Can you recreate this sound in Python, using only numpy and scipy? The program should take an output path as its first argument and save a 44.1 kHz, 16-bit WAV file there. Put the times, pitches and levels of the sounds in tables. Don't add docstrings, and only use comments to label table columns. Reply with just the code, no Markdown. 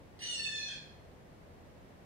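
import sys
import numpy as np
from scipy import signal
from scipy.fft import rfft, irfft, next_fast_len
from scipy.io import wavfile
from scipy.ndimage import map_coordinates

SR = 44100
rng = np.random.default_rng(int(sys.argv[2]) if len(sys.argv) > 2 else 0)


def materialize(psi):
    bounded = np.clip(np.atleast_2d(psi).T, -1, 1)
    quanta = np.round(bounded * 32767).astype(np.int16)
    wavfile.write(sys.argv[1], SR, quanta)


N = 90404

JITTER_RATE_HZ = 70
FLUTTER_DB, FLUTTER_RATE_HZ = 3.2, 85
BLUR_RATE_HZ = 170


def amp(db):
    return 10 ** (np.asarray(db) / 20)


def unit(x):
    return x / np.sqrt(np.mean(x ** 2) + 1e-20)


def along(points, hz):
    f, v = np.transpose(points)
    return np.interp(np.log(hz + 1), np.log(f + 1), v)


def pitch_and_gain(rows):
    s, hz, db = np.transpose(rows)
    t = np.arange(N) / SR
    level_db = np.interp(t, s, db, left=-200, right=-200)
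    return np.interp(t, s, hz), amp(level_db)


def wobble(rate):
    steps = np.arange(0, N + 16, 16)
    knots = rng.standard_normal(1000)
    curve = map_coordinates(knots, [steps * rate / SR], mode="wrap")
    return np.interp(np.arange(N), steps, curve)


def filtered(x, response):
    m = next_fast_len(N + SR // 2)
    return irfft(rfft(x, m) * response(np.fft.rfftfreq(m, 1 / SR)), m)[..., :N]


def stack(turns, multiples, levels_db, blur):
    total = np.zeros(N)
    for k, db in zip(multiples, levels_db):
        level = amp(db + FLUTTER_DB * wobble(FLUTTER_RATE_HZ))
        phase = 2 * np.pi * (k * turns + rng.random()) + blur * wobble(BLUR_RATE_HZ)
        total += level * np.sin(phase)
    return unit(total)


def main_voice():
    # (time [s], pitch [Hz], level [dB])
    carrier = [(.19, 2856, -60), (.225, 2878, -46), (.28, 2896, -46.5), (.32, 2870, -41.5),
               (.35, 2786, -42.5), (.38, 2733, -47), (.41, 2696, -48.5), (.465, 2601, -41.5),
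               (.52, 2549, -53.5), (.59, 2539, -44), (.68, 2515, -47.5), (.71, 2510, -49.5),
               (.745, 2487, -52.5), (.775, 2457, -69)]
    # (start [s], end [s])
    registers = [(0.185, 0.2682), (0.269, 0.363), (0.356, 0.47), (0.464, .57), (0.562, .69), (0.681, 0.81)]
    divisions = [3, 4, 3, 3, 3, 3]
    overtones = [
        [-3, 3, -3, -13, 0.5, -21, -13, -5, -16.5, -11.5, -34],
        [-20, -49, 1.5, -5, -1.5, -29, -8.5, -9, -11.5, -31, -5, -36, -39, -32],
        [-17, 0, -21, -15.5, -22, -14.5, -38, -12.5, -25, -31, -21.5, -50, -50],
        [-8.5, -6, -14, -0.5, -23, -11, -11, -25, -28, -33, -26, -44, -37],
        [-17.5, -4, -11.5, 2.5, -15, -6, -23, -20, -23, -25, -27, -36, -44],
        [-1.5, 0.5, 4, -13, -4.5, -12, -8, -27, -14.5, -34, -44, -42, -38],
    ]
    # one column, level relative to the tone [dB]
    rasp_levels = [-3, -26, -45, -45, -20, -7]
    blurs = [1.6, .7, .3, .3, .8, 2.1]
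    # (frequency [Hz], relative level [dB])
    rasp_colour = [(1200, -22), (1900, -9), (2300, -1), (2900, -12), (3300, 0), (3690, -6.5), (3880, -4),
                   (4080, 4), (4280, 9.5), (4450, 3.5), (4680, 1.5), (4890, -1.5), (5300, -9), (6500, -9),
                   (7600, -15), (8500, -13), (10800, -18.5), (11500, -37)]
    jitter_hz = 10.9
    lumps_db, lumps_rate_hz = 1.5, 160
    blend_s = 0.011

    hz, gain = pitch_and_gain(carrier)
    turns = np.cumsum(hz + jitter_hz * wobble(JITTER_RATE_HZ)) / SR
    t = np.arange(N) / SR
    voice = np.zeros(N)
    for (start, end), rasp_db, blur, division, levels in zip(
            registers, rasp_levels, blurs, divisions, overtones):
        gate = np.clip(np.minimum(t - start, end - t) / blend_s + .5, 0, 1)
        register_turns = turns / division
        tone = stack(register_turns, np.arange(len(levels)) + 2, levels, blur)
        puffs = rng.standard_normal(N) * (1 + np.cos(2 * np.pi * register_turns))
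        coloured = filtered(puffs, lambda f: amp(along(rasp_colour, f)))
        rasp = unit(amp(lumps_db * wobble(lumps_rate_hz)) * coloured)
        voice += gate * (tone + amp(rasp_db) * rasp)
    return gain * voice


def whistle():
    # (time [s], pitch [Hz], level [dB])
    cry = [(.205, 2887, -62), (.225, 2954, -47.5), (.26, 2996, -53), (.29, 2983, -43), (.32, 2880, -57),
           (.35, 2950, -50), (.385, 2970, -59), (.42, 2860, -64)]
    cry_overtones = [0, -2, -22]
    # (time [s], pitch [Hz], level [dB])
    crack = [(.335, 2733, -62), (.35, 2676, -43.5), (.375, 2693, -56), (.41, 2677, -73), (.44, 2638, -57),
             (.47, 2580, -56)]
    crack_overtones = [-19, 0, -3.4]
    # (time [s], pitch [Hz], level [dB])
    steady = [(.335, 1800, -77), (.36, 1787, -64), (.4, 1802, -47), (.46, 1783, -46.5), (.55, 1762, -47),
              (.6, 1754, -46.5), (.64, 1786, -56), (.69, 1754, -57.5), (.72, 1815, -56)]
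    steady_overtones = [-7.5, -1, -10.5, -15.5, -22.5, -26.5, -35]
    # (time [s], half pitch [Hz], level [dB])
    halfway = [(.36, 904, -78), (.38, 882, -45.5), (.42, 885.2, -43.5), (.45, 874, -47), (.48, 875, -58),
               (.53, 881, -51), (.57, 856, -57)]
    # (multiple [count], relative level [dB])
    halfway_overtones = [(3, -9), (5, 7), (7, -18), (9, -13.5), (11, -17.5)]
    jitter_share = 0.00367
    blur_rad = 0.4

    odd, odd_db = np.transpose(halfway_overtones)
    odd = np.round(odd)
    whole = np.arange(N) + 1
    parts = [(cry, whole, cry_overtones), (crack, whole, crack_overtones),
             (steady, whole, steady_overtones), (halfway, odd, odd_db)]
    voice = np.zeros(N)
    for rows, multiples, levels in parts:
        hz, gain = pitch_and_gain(rows)
        turns = np.cumsum(hz * (1 + jitter_share * wobble(JITTER_RATE_HZ))) / SR
        voice += gain * stack(turns, multiples, levels, blur_rad)
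    return voice


def trees(x):
    # (frequency [Hz], time to fall 60 dB [s])
    decay = [(1500, 0.73), (3500, 0.56), (4500, 0.58), (6000, 0.53), (11000, 0.32)]
    delay_s = .008
    hz, t, z = signal.stft(rng.standard_normal((2, SR)), SR, nperseg=256)
    fade = amp(-60 * t / along(decay, hz)[:, None])
    tail = signal.istft(z * fade, SR, nperseg=256)[1]
    late = np.pad(x, (round(delay_s * SR), 0))[None]
    return signal.fftconvolve(late, tail / np.linalg.norm(tail[0]), axes=1)[:, :N]


def traffic():
    # (frequency [Hz], relative level per Hz [dB])
    spectrum = [(12, -47), (30, -2), (42, -5.5), (70, -3), (122, -4), (153, -1.5), (238, -7.5), (282, -8.5),
                (372, -8), (491, -9), (534, -8), (1380, -21), (1920, -21.5), (2760, -27), (15500, -45)]
    # (frequency [Hz], correlation [-1 to 1])
    likeness = [(60, 0.15), (130, 0.72), (290, 0.79), (640, 0.12), (1410, -0.15), (3100, 0.14),
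                (6820, -0.26), (15000, 0.3)]
    # (frequency [Hz], left minus right [dB])
    balance = [(60, 5), (180, -0.5), (550, -3), (1650, 2.5), (4970, -1.5), (15000, 1)]
    # (frequency [Hz], peak level [dB])
    hum_rows = [(80.7, -69.5), (150.7, -79.5), (274.5, -78), (489.9, -70)]
    rumble_db, swell_db = -57, 0.14
    hum_waver_hz, hum_waver_db = 4, 5

    def mid_side(hz):
        turn = np.arccos(np.clip(along(likeness, hz), -1, 1)) / 2
        return amp(along(spectrum, hz)) * [np.cos(turn), np.sin(turn)]

    mid, side = filtered(rng.standard_normal((2, N)), mid_side)
    pair = np.array([mid + side, mid - side]) / np.std(mid)
    pair = filtered(pair, lambda hz: amp(np.outer([.5, -.5], along(balance, hz))))
    hums = np.zeros(N)
    for hz, db in hum_rows:
        level = amp(db + hum_waver_db * wobble(6.59))
        turns = np.cumsum(hz + hum_waver_hz * wobble(9.0)) / SR
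        hums += level * np.sin(2 * np.pi * turns)
    return amp(rumble_db + swell_db * wobble(3.4)) * pair + hums


def scene():
    left_lag_s = 0.000606
    echo_db, pan_db = 1, -1.05
    call = main_voice() + whistle()
    direct = filtered(call, lambda hz: np.exp(-2j * np.pi * np.outer([left_lag_s, 0], hz)))
    pan = amp([[pan_db / 2], [-pan_db / 2]])
    return (direct + amp(echo_db) * trees(call)) * pan + traffic()


def record(dry):
    top_hz = 15665
    return filtered(dry, lambda hz: hz < top_hz)


dry = scene()
out = record(dry)
materialize(out)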